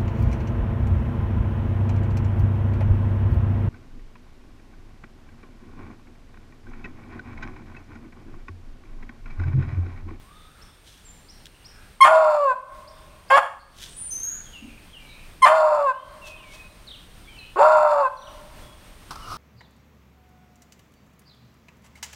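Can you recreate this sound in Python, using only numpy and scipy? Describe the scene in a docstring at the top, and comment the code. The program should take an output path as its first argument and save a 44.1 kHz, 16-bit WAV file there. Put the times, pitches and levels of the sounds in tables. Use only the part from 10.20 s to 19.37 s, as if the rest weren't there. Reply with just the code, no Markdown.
"""A back yard: a beagle bays up a tree, three long hoarse bays and one short bark. Trees and sheds answer.
Two bays open on a high yelp, the last on a grunt; each breaks into a rasp and clears as its pitch sinks.
Vocal folds make the tone; loose tissue and chopped air make the rasp. Small birds call over a light breeze,
a paw bumps a plastic slide, and a hand-held camera rustles and whines; its gain ducks under each bay."""
import sys
import numpy as np
from scipy import signal
from scipy.fft import rfft, irfft, next_fast_len
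from scipy.io import wavfile
from scipy.ndimage import uniform_filter1d, minimum_filter1d, map_coordinates

SR = 44100
rng = np.random.default_rng(int(sys.argv[2]) if len(sys.argv) > 2 else 0)


def output_pcm(signal):
    """Save a mono or channel-first signal as 16-bit PCM at the path in sys.argv[1].

    Samples are clipped to [-1, 1] before scaling.
    """
    pcm = np.clip(np.atleast_2d(signal).T, -1, 1) * 32767
    wavfile.write(sys.argv[1], SR, np.round(pcm).astype(np.int16))


N = 404397
TIME_S = np.arange(N) / SR
CUTOFF_HZ = 15750


def from_db(db):
    return 10 ** (np.asarray(db) / 20)


def unit_rms(x):
    return x / np.sqrt(np.mean(x ** 2) + 1e-20)


def db_at(spectrum, hz):
    """Spectrum lookup on a log-frequency axis."""
    freq_hz, level_db = np.transpose(spectrum)
    return np.interp(np.log(np.maximum(hz, 1)), np.log(freq_hz), level_db)


def coloured(x, spectrum):
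    """Noise shaped to a spectrum; unit RMS."""
    size = next_fast_len(len(x))
    gain = from_db(db_at(spectrum, np.fft.rfftfreq(size, 1 / SR)))
    return unit_rms(irfft(rfft(x, size) * gain, size)[:len(x)])


def resonant(x, hz, width_hz):
    """Two cascaded resonators; unit RMS."""
    r = np.exp(-np.pi * width_hz / SR)
    section = [1 - r, 0, r - 1, 1, -2 * r * np.cos(2 * np.pi * hz / SR), r * r]
    return unit_rms(signal.sosfilt([section, section], x))


def drift(rate_hz, size):
    """Smooth random curve, spread about 1."""
    step = SR / (2 * rate_hz)
    knots = rng.standard_normal(size // 8 + 8)[:int(size / step) + 4]
    return map_coordinates(knots, [np.arange(size) / step + 1], order=3, mode="nearest")


def phase_of(hz):
    return 2 * np.pi * np.cumsum(hz) / SR


def clock(length_s):
    return np.arange(int(length_s * SR)) / SR


def ramp(t, length_s):
    return np.clip(t / length_s, 0, 1)


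def gate(t, attack_s, release_s):
    return ramp(t, attack_s) * ramp(t[-1] - t, release_s)


def placed(sounds):
    """Mix (start_s, sound) pairs into one track."""
    out = np.zeros(N)
    for start_s, sound in sounds:
        start = int(start_s * SR)
        out[start:start + len(sound)] += sound[:max(N - start, 0)]
    return out


# Open-air spectrum: freq_hz, density_db
AIR_SPECTRUM = [(12, -23.5), (20, 6.5), (61, -2), (427, -17), (597, -19), (746, -19.5), (932, -19.5),
                (2150, -22), (3450, -24), (7730, -33.5), (8640, -26.5), (9390, -32), (15500, -37)]
# Breeze strength: time_s, level_db
BREEZE_LEVELS = [(0, -51), (3.0, -50), (4.3, -47.5), (6.0, -47.5), (8.4, -46)]


def breeze():
    """Open air: low noise that slowly builds."""
    level_db = np.interp(TIME_S, *np.transpose(BREEZE_LEVELS)) + drift(6, N)
    return from_db(level_db) * coloured(rng.standard_normal(N), AIR_SPECTRUM)


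def camera_whine(pitch_hz=8590, level_db=-69.5):
    """Thin, unsteady tone."""
    return from_db(level_db) * np.sqrt(2) * np.sin(phase_of(pitch_hz * (1 + .0028 * drift(200, N))))


def bird_note(length_s, from_hz, to_hz, level_db, bend, waver, peak_at=.41):
    """Quavering glide, loudest early; bend is the glide exponent."""
    progress = clock(length_s) / length_s
    glide_hz = to_hz + (from_hz - to_hz) * (1 - progress) ** bend
    pitch_hz = glide_hz * (1 + waver * drift(200, len(progress)))
    swell = 2 * progress ** peak_at * (1 - progress) ** (1 - peak_at)
    return swell * from_db(level_db + 3 * drift(60, len(progress))) * np.sin(phase_of(pitch_hz))


# Slurred bird notes: start_s, length_s, from_hz, to_hz, level_db
SLUR_NOTES = [(0.031, 0.22, 1000, 1270, -55.5), (0.849, 0.077, 7600, 7250, -48.5),
              (3.765, 0.17, 9600, 9090, -34), (4.24, 0.072, 3620, 3110, -52.5),
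              (4.324, 0.085, 3150, 2680, -43), (4.73, 0.065, 3400, 2750, -46.5),
              (4.791, 0.17, 2425, 2270, -52), (5.711, 0.14, 2620, 3200, -50.5),
              (6.016, .16, 2790, 2510, -42.5), (6.173, 0.062, 3250, 2770, -49.5),
              (6.22, .14, 2414, 2200, -51), (6.333, 0.15, 2570, 2515, -49.5), (7.045, .17, 3550, 2950, -53),
              (7.074, 0.043, 2220, 2390, -47), (7.162, 0.1, 2790, 2520, -44.5),
              (7.187, .023, 4300, 4030, -43), (7.947, .19, 5870, 5820, -59),
              (8.425, 0.12, 3430, 3330, -55.5), (9.007, 0.076, 3080, 2820, -49.5)]


def bird_slurs():
    """Quick glides that level off; short ones quaver, long ones are purer."""
    return placed((start_s, bird_note(length_s, *row, bend=2.5, waver=.025 * np.exp(-length_s / .1)))
                  for start_s, length_s, *row in SLUR_NOTES)


def blurred_note(length_s, centre_hz, level_db, width_hz=410):
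    """Swell of narrow noise: a far or buzzy note."""
    size = int(length_s * SR)
    band = resonant(rng.standard_normal(size), centre_hz, width_hz)
    return from_db(level_db) * np.sqrt(np.hanning(size)) * band


# Far bird calls: start_s, length_s, centre_hz, level_db
FAR_NOTES = [(0.078, 0.25, 3620, -62), (0.233, 0.33, 1360, -61), (1.452, 0.25, 1500, -59.5),
             (3.383, 0.06, 4440, -53.5), (3.95, 0.35, 1510, -57), (4.351, 0.3, 2480, -55.5),
             (4.851, 0.13, 3900, -55), (4.897, .2, 2480, -53.5), (7.2, .12, 2940, -52.5)]


def far_birds(chorus_per_s=2, low_hz=2360, high_hz=4270):
    """Calls blurred by trees, over a faint random chorus."""
    chorus = [(when * N / SR, blurred_note(.25, low_hz + height * (high_hz - low_hz), level_db=-66))
              for when, height in rng.random((int(chorus_per_s * N / SR), 2))]
    return placed(chorus + [(start_s, blurred_note(*row)) for start_s, *row in FAR_NOTES])


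# One bird's chips: start_s, level_db
CHIP_NOTES = [(.411, -50.5), (1.084, -45), (1.444, -43), (2.673, -50.5), (3.08, -50)]


def bird_chips(length_s=.03, from_hz=4300, to_hz=5930):
    """Scratchy upward sweeps."""
    return placed((start_s, bird_note(length_s, from_hz, to_hz, level_db, bend=1.3, waver=.045))
                  for start_s, level_db in CHIP_NOTES)


def friction(touches, spectrum, grain_db):
    """Noise that swells and dies at each touch."""
    envelope = 0
    for peak_s, rise_s, t60_s, level_db in touches:
        below_peak_db = np.maximum(20 * (peak_s - TIME_S) / rise_s, 60 * (TIME_S - peak_s) / t60_s)
        envelope += from_db(level_db - below_peak_db.clip(0, 200))
    grains = rng.standard_normal(N) * from_db(grain_db * drift(200, N))
    return envelope * coloured(grains, spectrum)


# Dry rustles: peak_s, rise_s, t60_s, level_db
RUSTLE_TOUCHES = [(.68, 0.059, 1, -52), (1.257, 0.0013, 0.016, -39), (1.268, 0.0023, 0.021, -42),
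                  (3.63, 0.074, 0.34, -39), (3.72, 0.012, 0.26, -56), (3.77, .005, 0.94, -63),
                  (6.075, 0.043, 0.21, -44), (6.35, 0.096, 0.21, -48)]
# Rustle spectrum: freq_hz, density_db
RUSTLE_SPECTRUM = [(500, -66), (1600, -1.5), (2200, -8.5), (3300, 6), (4600, -3), (5900, -1), (7000, -5.5),
                   (9500, -9), (12000, -14), (15000, -18)]


def rustles():
    """Bright, grainy friction close by."""
    return friction(RUSTLE_TOUCHES, RUSTLE_SPECTRUM, grain_db=2)


# Throat response, muzzle pursed: freq_hz, gain_db
THROAT_PURSED = [(700, -6), (1000, -0.5), (1100, 8.5), (1220, -6), (1560, -7.5), (1680, -30), (2150, -39),
                 (2680, -22), (3100, -52.5), (3650, -40.5), (4600, -45), (6200, -64), (7400, -46),
                 (14000, -78.5)]
# Throat response, muzzle gaping: freq_hz, gain_db
THROAT_GAPING = [(700, -5.5), (1070, 0), (1650, -5.5), (2150, -13.5), (2700, -22.5), (3250, -20.5),
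                 (3800, -38.5), (6400, -42), (9600, -32), (11500, -53), (15000, -68.5)]


def fold_harmonics(phase, pitch_hz, mouth, multiples, flutter_db, tilt_db_per_octave=0):
    """Vocal-fold partials through the throat; mouth 0 is pursed, 1 gaping."""
    out = 0
    for k in multiples:
        hz = k * pitch_hz
        level_db = (1 - mouth) * db_at(THROAT_PURSED, hz) + mouth * db_at(THROAT_GAPING, hz)
        level_db += tilt_db_per_octave * np.log2(k) + flutter_db * drift(68.4, len(phase))
        out += np.sqrt(2) * from_db(level_db) * np.sin(k * phase) * (hz < CUTOFF_HZ)
    return out


# Turbulence of a gaping mouth: freq_hz, density_db
MOUTH_NOISE = [(900, -25), (1700, 3), (2100, -5), (2700, -7), (3300, -5), (3900, -29), (6500, -22),
               (9500, -22.5), (15000, -39.5)]
# Yelps opening the first two bays: start_s, length_s, from_hz, to_hz, relative_db
YELP_CALLS = [(1.805, .05, 1061, 1069, -7.5), (5.219, .04, 1068, 1014, -7.5)]


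def yelp(length_s, from_hz, to_hz, relative_db):
    """Pressed, clear cry through a gaping mouth; cracks toward the end."""
    t = clock(length_s)
    cracking = (t / length_s) ** 3
    pitch_hz = from_hz + (to_hz - from_hz) * t / length_s
    jitter = .00786 * drift(70, len(t)) + .023 * cracking * drift(400, len(t))
    phase = phase_of(pitch_hz * (1 + jitter))
    cry = fold_harmonics(phase, pitch_hz, 1, range(1, 15), flutter_db=5, tilt_db_per_octave=.7)
    hiss = from_db(-32 + 18 * cracking) * coloured(rng.standard_normal(len(t)), MOUTH_NOISE)
    return gate(t, .011, .0093) * from_db(relative_db) * (cry + hiss)


# Loose tissue beating with the folds: pitch_ratio, relative_db
TISSUE_TONES = [(1.27, -14.5), (1.554, -7.5), (1.74, -11.5), (2.229, -13)]
# Throat turbulence: freq_hz, density_db
THROAT_NOISE = [(300, -31.5), (480, -24.5), (600, -0.5), (1050, -1), (1400, -3.5), (1600, -15.5),
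                (1800, -22), (2650, -27), (3000, -47), (15000, -82)]
# Upper muzzle resonances: centre_hz, width_hz, gain_db
MUZZLE_MODES = [(2700, 300, 2.5), (3580, 300, 1), (4450, 750, 1), (5030, 300, -9), (7260, 650, -1),
                (8200, 350, -6.5), (9000, 550, -10), (10100, 800, -11), (11500, 900, -15.5)]


def dog_voice(pitch_hz, tone_db, overtone_db, rasp_db, mouth, jitter=.0082,
              tissue_db=0, throat_db=-7, mouth_db=-11, rush_db=-37, top_harmonic=20):
    """Folds sound a clear tone; driven hard, they beat with loose tissue and chop the air into a rasp."""
    size, mouth = len(pitch_hz), np.clip(mouth, 0, 1)
    tone, overtones, rasp = from_db(tone_db), from_db(overtone_db), from_db(rasp_db)
    roughness = rasp / (tone + overtones + rasp)
    phase = phase_of(pitch_hz * (1 + jitter * drift(60, size) + .017 * roughness * drift(250, size)))
    clear = np.sqrt(2) * tone * np.sin(phase) * from_db(drift(60, size))
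    clear += overtones * fold_harmonics(phase, pitch_hz, mouth, range(2, top_harmonic + 1), 1.3)

    hoarse = 0
    for ratio, relative_db in TISSUE_TONES:
        gain = np.sqrt(2) * from_db(tissue_db + relative_db + 3 * drift(35, size))
        wander = phase_of(pitch_hz * .018 * drift(120, size))
        hoarse += gain * np.sin(ratio * phase + wander)
    puffs = rng.standard_normal(size) * (1 + .72 * np.cos(phase))  # air escapes once a cycle
    hoarse += from_db(throat_db) * coloured(puffs, THROAT_NOISE)
    hoarse += from_db(mouth_db) * mouth * coloured(puffs, MOUTH_NOISE)

    rush = sum(from_db(gain_db) * np.sqrt(width_hz) * resonant(puffs, hz, width_hz)
               for hz, width_hz, gain_db in MUZZLE_MODES)
    airflow = (tone + rasp + .3 * overtones) * from_db(rush_db + 2.5 * drift(70, size))
    return clear + rasp * hoarse + airflow * unit_rms(rush)


# Long bays, levels relative:
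# start_s, length_s, top_hz, sag_hz, fundamental_db, fade_db_per_s, hoarse_db, clear_after_s, gape_fraction
BAY_CALLS = [(1.839, .504, 649.3, 137.7, -11.5, 27.5, -14, 0.32, 0.8),
             (5.249, 0.48, 638, 102, -12, 29.5, -14, 0.36, 0.84),
             (7.393, .496, 626.8, 84.2, -15.5, 14.5, -11, 0.43, 0)]


def bay(length_s, top_hz, sag_hz, fundamental_db, fade_db_per_s, hoarse_db, clear_after_s, gape,
        scoop_hz=68.26, end_hz=501):
    """Hoarse upward scoop, sagging pursed howl, brighter clear end; a gape favours the overtones."""
    t = clock(length_s)
    scooping = 1 - ramp(t, .075)
    gaping = gape * (1 - ramp(t - .03, .049))
    cleared = ramp(t - clear_after_s, .05)
    dropping = 1 - ramp(length_s - t, .08)  # breath runs out
    sputter = 1 - ramp(length_s - t, .027)  # folds let go
    pitch_hz = top_hz - scoop_hz * scooping - sag_hz * (t / length_s) ** 2
    pitch_hz += (end_hz - pitch_hz) * dropping
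    tone_db = fundamental_db - fade_db_per_s * t - 13.5 * gaping - 15.5 * dropping
    overtone_db = -33 + 24 * gaping + 6.5 * cleared + 10 * dropping
    rasp_db = hoarse_db + 2 * scooping - 25 * t - 16 * cleared + 20.5 * sputter
    mouth = gaping + .23 * cleared
    return gate(t, .012, .033) * dog_voice(pitch_hz, tone_db, overtone_db, rasp_db, mouth)


def bark(length_s=.115, from_hz=520, glide_hz_per_s=750, break_at_s=.061, breaking_s=.016,
         decay_db_per_s=652):
    """Folds catch roughly, ring clear and rise, then break up as the jaw closes."""
    t = clock(length_s)
    catching = 1 - ramp(t, .031)
    broken = ramp(t - break_at_s, breaking_s)
    pitch_hz = from_hz + glide_hz_per_s * (break_at_s - np.abs(t - break_at_s))
    loss_db = 10 * catching + 18 * broken
    decay_db = decay_db_per_s * np.maximum(t - break_at_s - breaking_s, 0)
    rasp_db = -25 + 9 * catching + 15 * broken - decay_db
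    voice = dog_voice(pitch_hz, -19.5 - loss_db, -12.5 - loss_db, rasp_db, mouth=.93 - .24 * broken,
                      jitter=.0064, tissue_db=2, throat_db=-3.5, mouth_db=-8, rush_db=-31, top_harmonic=10)
    return gate(t, .0077, .015) * voice


def near_bird(buzz_s=3.62, whistle_s=3.9, from_hz=6150, to_hz=6830, throb_s=.123, fade_db_per_s=6):
    """High buzz, then a throbbing whistle that climbs and levels off."""
    buzz = blurred_note(length_s=.37, centre_hz=8500, level_db=-50.5, width_hz=1500)
    t = clock(.27)
    climb = np.sin(np.pi / 2 * ramp(t, .29)) ** 2
    phase = phase_of((from_hz + (to_hz - from_hz) * climb) * (1 + .003 * drift(80.8, len(t))))
    tone = np.sin(phase) + from_db(-21) * np.sin(2 * phase)
    ebb = np.maximum(1 - t % throb_s / .011, t % throb_s / throb_s)  # fast rise, slow fall
    level_db = -24 - fade_db_per_s * t - 12 * ebb
    burr = 1 + .1 * drift(900, len(t))
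    whistle = gate(t, .028, .022) * burr * from_db(level_db) * tone
    return placed([(buzz_s, buzz), (whistle_s, whistle)])


# Paw bumps: start_s, level_db
PAW_BUMPS = [(4.422, -34.5), (4.455, -35)]
# Hollow slide modes: freq_hz, gain_db, t60_s
SLIDE_MODES = [(229.7, 0, 0.47), (261, 4.5, 0.1), (295, -14.5, 0.59)]


def slide_bumps(attack_s=.0093):
    """A paw softly rings the low modes of the plastic."""
    t = clock(.5)
    ring = sum(from_db(gain_db - 60 * t / t60_s) * np.sin(2 * np.pi * hz * t)
               for hz, gain_db, t60_s in SLIDE_MODES)
    ring *= 1 - np.exp(-t / attack_s)
    return placed((start_s, from_db(level_db) * ring) for start_s, level_db in PAW_BUMPS)


# Another bird's twitters: start_s, spacing_s, level_db
TWITTER_RUNS = [(6.668, .03, -42), (7.968, .045, -46.5)]


def bird_twitters(note_s=.033, top_hz=4350, step_hz=398, fall_hz=1167):
    """Runs of three steeply falling notes, each lower than the last."""
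    return placed((start_s + k * spacing_s, bird_note(note_s, hz, hz - fall_hz, db, bend=.8, waver=.035))
                  for start_s, spacing_s, db in TWITTER_RUNS
                  for k, hz in enumerate(top_hz - step_hz * np.arange(3)))


def grunt(length_s=.041, from_hz=354.6, rise_hz=150):
    """Lead-in to the last bay: pitch and level climb ever faster as pressure builds."""
    t = clock(length_s)
    pressure = (t / length_s) ** 3
    swell_db = -31 + 19 * pressure
    voice = dog_voice(from_hz + rise_hz * pressure, swell_db - 3, swell_db, swell_db + 4.5, mouth=.15)
    return gate(t, .009, .0053) * voice


# Finger touches: peak_s, rise_s, t60_s, level_db
FINGER_TOUCHES = [(8.908, .001, 0.079, -26), (8.932, .004, 0.056, -42), (8.957, 0.0011, 0.044, -34.5),
                  (9.0, 0.055, 0.33, -47.5), (9.12, 0.12, 0.7, -33.5)]
# Camera body response: freq_hz, gain_db
CASE_SPECTRUM = [(100, 0), (500, -12), (900, -4), (1300, 7), (1700, -19), (3400, -18.5), (5300, -10.5),
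                 (7000, -25), (9500, -23), (15000, -33)]


def camera_handling():
    """Fingers shift on the camera body."""
    return friction(FINGER_TOUCHES, CASE_SPECTRUM, grain_db=0)


def yard_echoes(direct, carried, near_db, far_db, near_t60_s, far_t60_s, lowpass_hz, echoes_per_s=700):
    """Adds sparse bright echoes off play set and trunks, and a dull tail of what reaches trees and sheds."""
    t = clock(2)
    onset = ramp(t - .008, .02)
    near = rng.standard_normal(len(t)) * (rng.random(len(t)) < echoes_per_s / SR)
    near *= from_db(-60 * t / near_t60_s) * onset
    far = rng.standard_normal(len(t)) * from_db(-60 * t / far_t60_s) * onset
    far = signal.sosfilt(signal.butter(1, lowpass_hz, fs=SR, output="sos"), far / np.linalg.norm(far))
    echoes = from_db(near_db) * signal.fftconvolve(direct, near / np.linalg.norm(near))
    tail = from_db(far_db) * signal.fftconvolve(carried, far)
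    return direct + (echoes + tail)[:N]


def scene(dog_gain_db=8.5, bark_carry_db=-20.5):
    """Dog and birds with yard echoes; close noises and air dry. Mono."""
    baying = placed((start_s, bay(*row)) for start_s, *row in BAY_CALLS)
    baying += placed((start_s, yelp(*row)) for start_s, *row in YELP_CALLS)
    baying += placed([(7.358, grunt())])
    barking = placed([(3.1, bark())])
    carried = baying + from_db(bark_carry_db) * barking
    dog = yard_echoes(baying + barking, carried, near_db=-13, far_db=-29.5,
                      near_t60_s=.47, far_t60_s=2.2, lowpass_hz=2500)
    close = slide_bumps() + rustles() + camera_handling()
    background = breeze() + camera_whine()
    song = bird_slurs() + bird_chips() + bird_twitters() + near_bird() + far_birds()
    birds = yard_echoes(song, song, near_db=-6, far_db=-4, near_t60_s=.33, far_t60_s=.64, lowpass_hz=8920)
    return (from_db(dog_gain_db) * dog + birds + close + background)[None]


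def record(dry, threshold_db=-26, max_duck_db=8, release_db_per_s=70, limit=.92, soft_ceiling=.75):
    """Ducking gain control, peak limiter, soft clip, steep low-pass."""
    power = uniform_filter1d(dry[0] ** 2, size=256)
    excess_db = 10 * np.log10(np.maximum(power, 1e-12)) - threshold_db
    release_db = release_db_per_s * TIME_S
    held_db = np.maximum.accumulate(excess_db + release_db) - release_db
    ducked = dry * from_db(-uniform_filter1d(np.clip(held_db, 0, max_duck_db), size=128))
    limiter_gain = np.minimum(1, limit / (np.abs(ducked) + 1e-9))
    limited = ducked * uniform_filter1d(minimum_filter1d(limiter_gain, size=128), size=128)
    rounded = limited / (1 + (limited / soft_ceiling) ** 10) ** (1 / 10)
    return signal.sosfilt(signal.ellip(12, .1, 90, CUTOFF_HZ, fs=SR, output="sos"), rounded)


dry = scene()
out = record(dry)
output_pcm(out)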